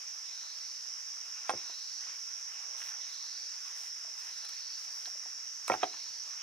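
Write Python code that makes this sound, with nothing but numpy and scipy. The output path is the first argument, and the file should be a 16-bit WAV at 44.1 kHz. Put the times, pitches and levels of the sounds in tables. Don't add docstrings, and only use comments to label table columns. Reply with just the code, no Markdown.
import sys
import numpy as np
from scipy import signal
from scipy.fft import rfft, irfft, next_fast_len
from scipy.io import wavfile
from scipy.ndimage import uniform_filter1d

SR = 44100
rng = np.random.default_rng(int(sys.argv[2]) if len(sys.argv) > 2 else 0)


def transcribe(u):
    v = np.clip(np.atleast_2d(u).T, -1, 1)
    q = np.round(v * 32767).astype(np.int16)
    wavfile.write(sys.argv[1], SR, q)


N = 283122


def amp(db):
    return 10 ** (np.asarray(db) / 20)

def unit_rms(x):
    return x / np.sqrt(np.mean(x ** 2) + 1e-20)

def value_at(table, hz):
    row_hz, value = np.transpose(table)
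    return np.interp(np.log(hz + 1), np.log(row_hz + 1), value)

def add(mix, start_s, sound):
    part = mix[round(start_s * SR):][:len(sound)]
    part += sound[:len(part)]

def resonate(x, hz, width_hz):
    turn = np.exp(2j * np.pi * np.cumsum(hz * np.ones(len(x))) / SR)
    r = np.exp(-np.pi * width_hz / SR)
    return 2 * (turn * signal.lfilter([(1 - r) ** 2], [1, -2 * r, r * r], x / turn + 1e-18)).real

def wander(fastest_hz):
    t = np.linspace(0, N / SR, 1000)
    waves = zip(np.geomspace(.2, fastest_hz, 12), rng.random(12))
    slow = sum(np.sin(2 * np.pi * (hz * t + phase)) / np.sqrt(hz) for hz, phase in waves)
    return unit_rms(np.interp(np.arange(N) / SR, t, slow))

# pitch in Hz, how alike left and right are (1 means the same).
LIKENESS = [(60, 0.47), (180, 0.92), (550, 0.048), (1650, 0.81), (4970, 0.17), (15000, 0.16)]
# pitch in Hz, how far the left wave runs ahead of the right in radians.
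LEFT_LEAD = [(0, -0.83), (1380, 1.43), (4390, 0.6), (5770, 1.31), (8960, -1.45), (9730, -0.25),
             (15300, 0.41)]
# pitch in Hz, how much louder the left is than the right in dB.
LEFT_LOUDER = [(60, 1), (180, -1), (550, 0), (1650, -3.0), (4970, -3), (15000, -5.5)]
def noise(tone, patchy_db):
    hz = np.fft.rfftfreq(512, 1 / SR)
    a, b, c, d, patches = rng.standard_normal((N // 128 + 5, 257, 5)).T
    patches = unit_rms(uniform_filter1d(uniform_filter1d(patches, 6, 0), 20, 1))
    alike = np.clip(value_at(LIKENESS, hz), 0, 1)[:, None]
    left = a + 1j * b
    right = alike * left + np.sqrt(1 - alike ** 2) * (c + 1j * d)
    right *= np.exp(-1j * value_at(LEFT_LEAD, hz))[:, None]
    tilt = amp(value_at(LEFT_LOUDER, hz) / 2)[:, None]
    bands = np.array([left * tilt, right / tilt]) * amp(value_at(tone, hz)[:, None] + patchy_db * patches)
    return unit_rms(signal.istft(bands, nperseg=512, noverlap=384)[1][:, :N])

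def echoes(x, fades):
    taps = np.zeros((2, 16000))
    slots = np.arange(60, 15960, 20)
    at = slots + rng.integers(0, 20, (2, len(slots)))
    np.put_along_axis(taps, at, rng.choice([-1., 1.], at.shape), 1)
    taps = taps + 1.05 * taps[:1]
    hz, t, bands = signal.stft(taps, SR, nperseg=128)
    tail = signal.istft(bands * amp(-60 * t / value_at(fades, hz)[:, None]), SR, nperseg=128)[1]
    tail /= np.linalg.norm(tail, axis=1, keepdims=True)
    return signal.fftconvolve(x[None], tail, axes=1)[:, :N]

def placed(x, fades, echo_db, louder=LEFT_LOUDER, lead=LEFT_LEAD):
    size = next_fast_len(N + 4096)
    hz, side = np.fft.rfftfreq(size, 1 / SR), np.array([[.5], [-.5]])
    sides = amp(side * value_at(louder, hz)) * np.exp(1j * side * value_at(lead, hz))
    return irfft(rfft(x + amp(echo_db) * echoes(x, fades), size) * sides, size)[:, :N]


# pitch in Hz, relative level in dB.
FOREST_TONE = [(20, -48), (100, -49), (300, -12), (800, -8), (1700, 1), (3500, -2.5), (7500, -9.5),
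               (9000, -7.5), (12000, -12.5), (14000, -15), (15700, -19)]
def forest_hiss():
    return amp(-59) * noise(FOREST_TONE, patchy_db=1.2)

# pitch in Hz, relative level in dB.
CROWD_TONE = [(2350, -63), (4000, -21.5), (4360, -23.5), (4770, -11.5), (4890, -12.5), (5020, -4.5),
              (5540, 0.5), (5800, -10.5), (5840, 0), (6680, -14.5), (7000, -28.5), (7500, -21.5),
              (9750, -56), (16500, -120)]
# drum pitch in Hz, width of its ring in Hz, level in dB.
NEAR_CICADAS = [(5444, 280, -52.5), (5626, 370, -47.5), (5920, 840, -54.5), (5227, 435, -52.5),
                (5550, 430, -62)]
CLICK_RATES = [63.62, 63.36, 97.66, 127.9, 228.7]
def cicadas():
    out = amp(-45.5 + .35 * wander(2.6)) * noise(CROWD_TONE, patchy_db=.9)
    for per_s, (hz, width_hz, db) in zip(CLICK_RATES, NEAR_CICADAS):
        count = np.cumsum(per_s * (1 + .0008 * wander(3))) / SR + rng.random()
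        clicks = np.diff(np.floor(count), prepend=0) * (1 + 0.3 * rng.standard_normal(N))
        song = placed(resonate(clicks, hz, width_hz), fades=[(4000, 0.4), (7000, 0.26)], echo_db=2.3)
        out += amp(db + 1.02 * wander(7)) * unit_rms(song)
    return out

# pitch in Hz, relative level in dB.
SHUFFLE_TONE = [(88, -80), (150, -54), (387, -27), (456, -19.5), (617, -12.5), (1450, -5), (2580, -7),
                (4000, -14.5), (5200, -25), (8800, -120)]
# time in seconds, level in dB.
SHUFFLE_LEVELS = [(0.0, -59.5), (1.2, -61), (1.5, -52), (1.84, -62.5), (2.91, -54.5), (3.11, -59),
                  (3.9, -60), (4.42, -56), (4.61, -58.5), (5.69, -62), (5.79, -55.5), (6.2, -61.5),
                  (6.42, -55.5)]
def shuffling_feet():
    level_db = np.interp(np.arange(N) / SR, *np.transpose(SHUFFLE_LEVELS))
    return amp(level_db) * noise(SHUFFLE_TONE, patchy_db=2.5)

# start in seconds, length in seconds, level in dB, starting pitch in Hz.
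RISING_CALLS = [(0.224, 0.71, -55.5, 3870), (1.552, .67, -54.5, 3940), (2.96, 0.71, -54, 3870),
                (4.268, 0.81, -55, 4080), (5.783, .62, -55, 4000)]
def rising_cicada(clicks_per_s=1600, end_hz=5200):
    out = np.zeros(N)
    for start, length, db, start_hz in RISING_CALLS:
        size = round(length * SR)
        clicks = (rng.random(size) < clicks_per_s / SR) * (1 + 0.092 * rng.standard_normal(size))
        progress = np.linspace(0, 1, size)
        hz = start_hz + (end_hz - start_hz) * progress ** 1.28
        call = unit_rms(resonate(clicks, hz, width_hz=820))
        add(out, start, amp(db) * call * abs(np.sin(np.pi * progress)) ** 0.45)
    return placed(out, fades=[(4000, 0.098), (7000, 0.42)], echo_db=1.5)

# pitch in Hz, relative level in dB.
BRUSH_TONE = [(1500, -41), (2500, -18), (4000, -8.5), (7500, -13), (10000, -14), (13000, -22.5),
              (15700, -18)]
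# pitch in Hz, relative level in dB.
SCRAPE_TONE = [(300, -27), (800, -4.5), (1500, 1), (2600, -1.5), (3800, -6.5), (5500, -30)]
# start in seconds, length in seconds, brush level in dB, scrape level in dB.
STROKES = [(1.468, 0.066, -58, -71), (1.964, 0.24, -78, -56.5), (2.48, 0.2, -80, -59),
           (2.742, 0.2, -54, -55.5), (3.056, 0.12, -63, -66), (3.586, 0.17, -63, -59),
           (3.717, 0.21, -55, -60.5), (4.153, 0.17, -58, -58), (4.24, 0.41, -66, -66.5),
           (4.738, 0.15, -59.5, -76), (4.86, 0.32, -59, -76), (5.634, 0.15, -56, -53.5),
           (5.805, 0.053, -78, -45), (6.219, 0.15, -80, -58.5)]
def brushes_and_scrapes(grains_per_s=400):
    grain_sizes = amp(3.0 * np.minimum(rng.exponential(1, N), 3))
    grains = uniform_filter1d(grain_sizes * (rng.random(N) < grains_per_s / SR), 60)
    rough = unit_rms(1 + 0.17 * unit_rms(grains))
    brushing, scraping = np.zeros(N), np.zeros(N)
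    for start, length, brush_db, scrape_db in STROKES:
        stroke = signal.windows.tukey(round(length * SR), .6)
        add(brushing, start, amp(brush_db) * stroke)
        add(scraping, start, amp(scrape_db) * stroke)
    return rough * (brushing * noise(BRUSH_TONE, 1.5) + scraping * noise(SCRAPE_TONE, 2.0))

# pitch in Hz, fade time in seconds.
BOULDER_FADES = [(100, 0.4), (400, 0.14), (800, .09), (1500, 0.075), (5000, 0.13)]
# start in seconds, level in dB, pitch in Hz, fade time in seconds.
SNAPS = [(1.494, -44, 8000, .003), (1.502, -38, 8870, 0.03), (4.312, -54, 9000, .003),
         (4.381, -46, 7560, .005), (4.451, -43, 9450, 0.0055), (4.4907, -40.5, 8240, 0.0042),
         (4.5496, -50, 8500, .003), (5.059, -34, 4520, 0.0069), (5.6803, -28, 7870, 0.0038),
         (5.679, -30.5, 4100, 0.0058), (5.715, -44, 4700, .003), (5.736, -42, 4500, .003)]
def snaps(puff_fade_s=0.02, brittle_s=0.0065):
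    out, t = np.zeros(N), np.arange(2000) / SR
    for start, db, hz, fade_s in SNAPS:
        ring = amp(-60 * t / fade_s) * np.sin(2 * np.pi * hz * t)
        puff = np.diff(rng.standard_normal(len(t) + 1)) * amp(0.5 - 60 * t / puff_fade_s)
        puff /= 1 + (fade_s / brittle_s) ** 2
        add(out, start, amp(db) * (ring + resonate(puff, hz, width_hz=4500)))
    return placed(out, BOULDER_FADES, echo_db=-9.5)

# multiple of its main pitch, relative level in dB.
STONE_NOTES = [(0.421, -8), (.62, 2), (.8, -8), (1.002, 21), (1.17, 8), (1.34, 16.5), (1.63, 11.5),
               (1.85, -5), (2.15, -40), (2.9, -29), (3.4, 3), (4.0, 17), (4.7, 6), (5.4, -24)]
# start in seconds, level in dB, main pitch in Hz, pitch in Hz above which the blow
# drives little, fade time of the main pitch in seconds.
STONE_KNOCKS = [(1.4943, -12, 816, 4100, 0.045), (1.503, -25.5, 772, 2200, 0.038),
                (1.5049, -22, 860, 2600, 0.014), (1.537, -27.5, 473, 910, 0.013),
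                (1.547, -51, 450, 900, 0.014), (1.697, -47, 690, 1500, 0.022),
                (2.069, -41.5, 1160, 2500, .018), (2.748, -43, 1090, 1130, 0.024),
                (2.817, -32.5, 2760, 3200, 0.016), (4.047, -52, 690, 810, 0.047),
                (4.079, -50, 670, 790, .035), (4.45, -36, 1750, 3850, 0.011),
                (4.492, -38, 1320, 3750, 0.0074), (5.056, -32, 1790, 5000, 0.013),
                (5.074, -42.5, 720, 1500, 0.033), (5.154, -49.5, 605, 1300, 0.032),
                (5.259, -43, 780, 1210, 0.022), (5.681, -15.5, 1160, 2600, .007),
                (5.699, -7.5, 965, 2290, 0.013), (5.701, -13.5, 566, 1780, 0.034),
                (5.7177, -16, 2360, 2700, .009), (5.721, -17.5, 755, 1270, 0.031),
                (5.734, -27, 2660, 4000, .012), (5.74, -14.5, 804, 1400, 0.022),
                (5.8307, -15, 775, 3030, 0.011), (5.8331, -11.5, 716, 3960, 0.025),
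                (5.933, -42, 2460, 2940, 0.02), (5.941, -40, 1000, 1490, 0.013)]
# delay in seconds, level in dB.
ROCK_ECHOES = [(.0031, -7), (.0058, -13), (.0095, -10)]
# pitch in Hz, how much louder the stones are on the left in dB.
PILE_LOUDER = [(60, -2), (180, 0.5), (550, -2), (1650, -6), (4970, -3.5), (15000, -11)]
# pitch in Hz, how far their left wave runs ahead in radians.
PILE_LEAD = [(60, .15), (200, 0.46), (500, 0.61), (1000, 1.23), (2000, 0.65), (5800, 1.4), (15000, .2)]
def stone_knocks(detune=.025, crunch_fade_s=0.0076):
    out, t = np.zeros(N), np.arange(4000) / SR
    multiple, note_db = np.transpose(STONE_NOTES)[:, :, None]
    onset = 1 - np.exp(-(t / 0.00036) ** 2)
    for start, db, hz, top_hz, fade_s in STONE_KNOCKS:
        notes_hz = multiple * hz * (1 + detune * rng.standard_normal(multiple.shape))
        reach = 1 / (1 + (notes_hz / top_hz) ** 6)
        faded_db = 60 * t * multiple ** 1.7 / fade_s
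        ring = (reach * amp(note_db - faded_db) * np.sin(2 * np.pi * notes_hz * t)).sum(axis=0)
        grit = np.gradient(rng.standard_normal(len(t)))
        grit = resonate(resonate(grit, 0.62 * top_hz, 0.7 * top_hz), 0.54 * top_hz, 1.28 * top_hz)
        crunch_db = -25.5 + 5 * np.log2(top_hz / 1960) + (0.49 - 1) * db
        crunch = amp(crunch_db - 60 * t / crunch_fade_s) * unit_rms(grit)
        blow = amp(db) * (ring / abs(ring).max() + crunch) * onset
        low_cut = signal.butter(2, 0.31 * hz, "high", fs=SR)
        add(out, start, signal.lfilter(*low_cut, blow))
    out += sum(amp(db) * np.roll(out, round(delay * SR)) for delay, db in ROCK_ECHOES)
    return placed(out, BOULDER_FADES, echo_db=-7.5, louder=PILE_LOUDER, lead=PILE_LEAD)

# pitch in Hz, relative level in dB, fade time in seconds.
GROUND_NOTES = [(84.6, -4, .07), (154, -5.5, 0.072), (199, 3, 0.033)]
# start in seconds, level in dB.
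THUDS = [(1.494, -47), (1.539, -33), (2.075, -50), (5.703, -29), (5.739, -35), (5.833, -44), (5.933, -51),
         (6.091, -58)]
def ground_thuds(rise_s=0.012):
    out, t = np.zeros(N), np.arange(4000) / SR
    thud = sum(amp(db - 60 * t / fade_s) * np.sin(2 * np.pi * hz * t) for hz, db, fade_s in GROUND_NOTES)
    thud *= (1 - np.exp(-t / rise_s)) ** 2
    for start, db in THUDS:
        add(out, start, amp(db) * thud)
    return out


def scene():
    background = forest_hiss() + cicadas() + shuffling_feet() + rising_cicada()
    return background + brushes_and_scrapes() + snaps() + stone_knocks() + ground_thuds()

def record(dry):
    thin = signal.sosfilt(signal.butter(4, 88, "high", fs=SR, output="sos"), dry)
    treble_cut = signal.firwin(511, 15660, window=("kaiser", 9), fs=SR)
    return signal.oaconvolve(thin, treble_cut[None], "same")


dry = scene()
out = record(dry)
transcribe(out)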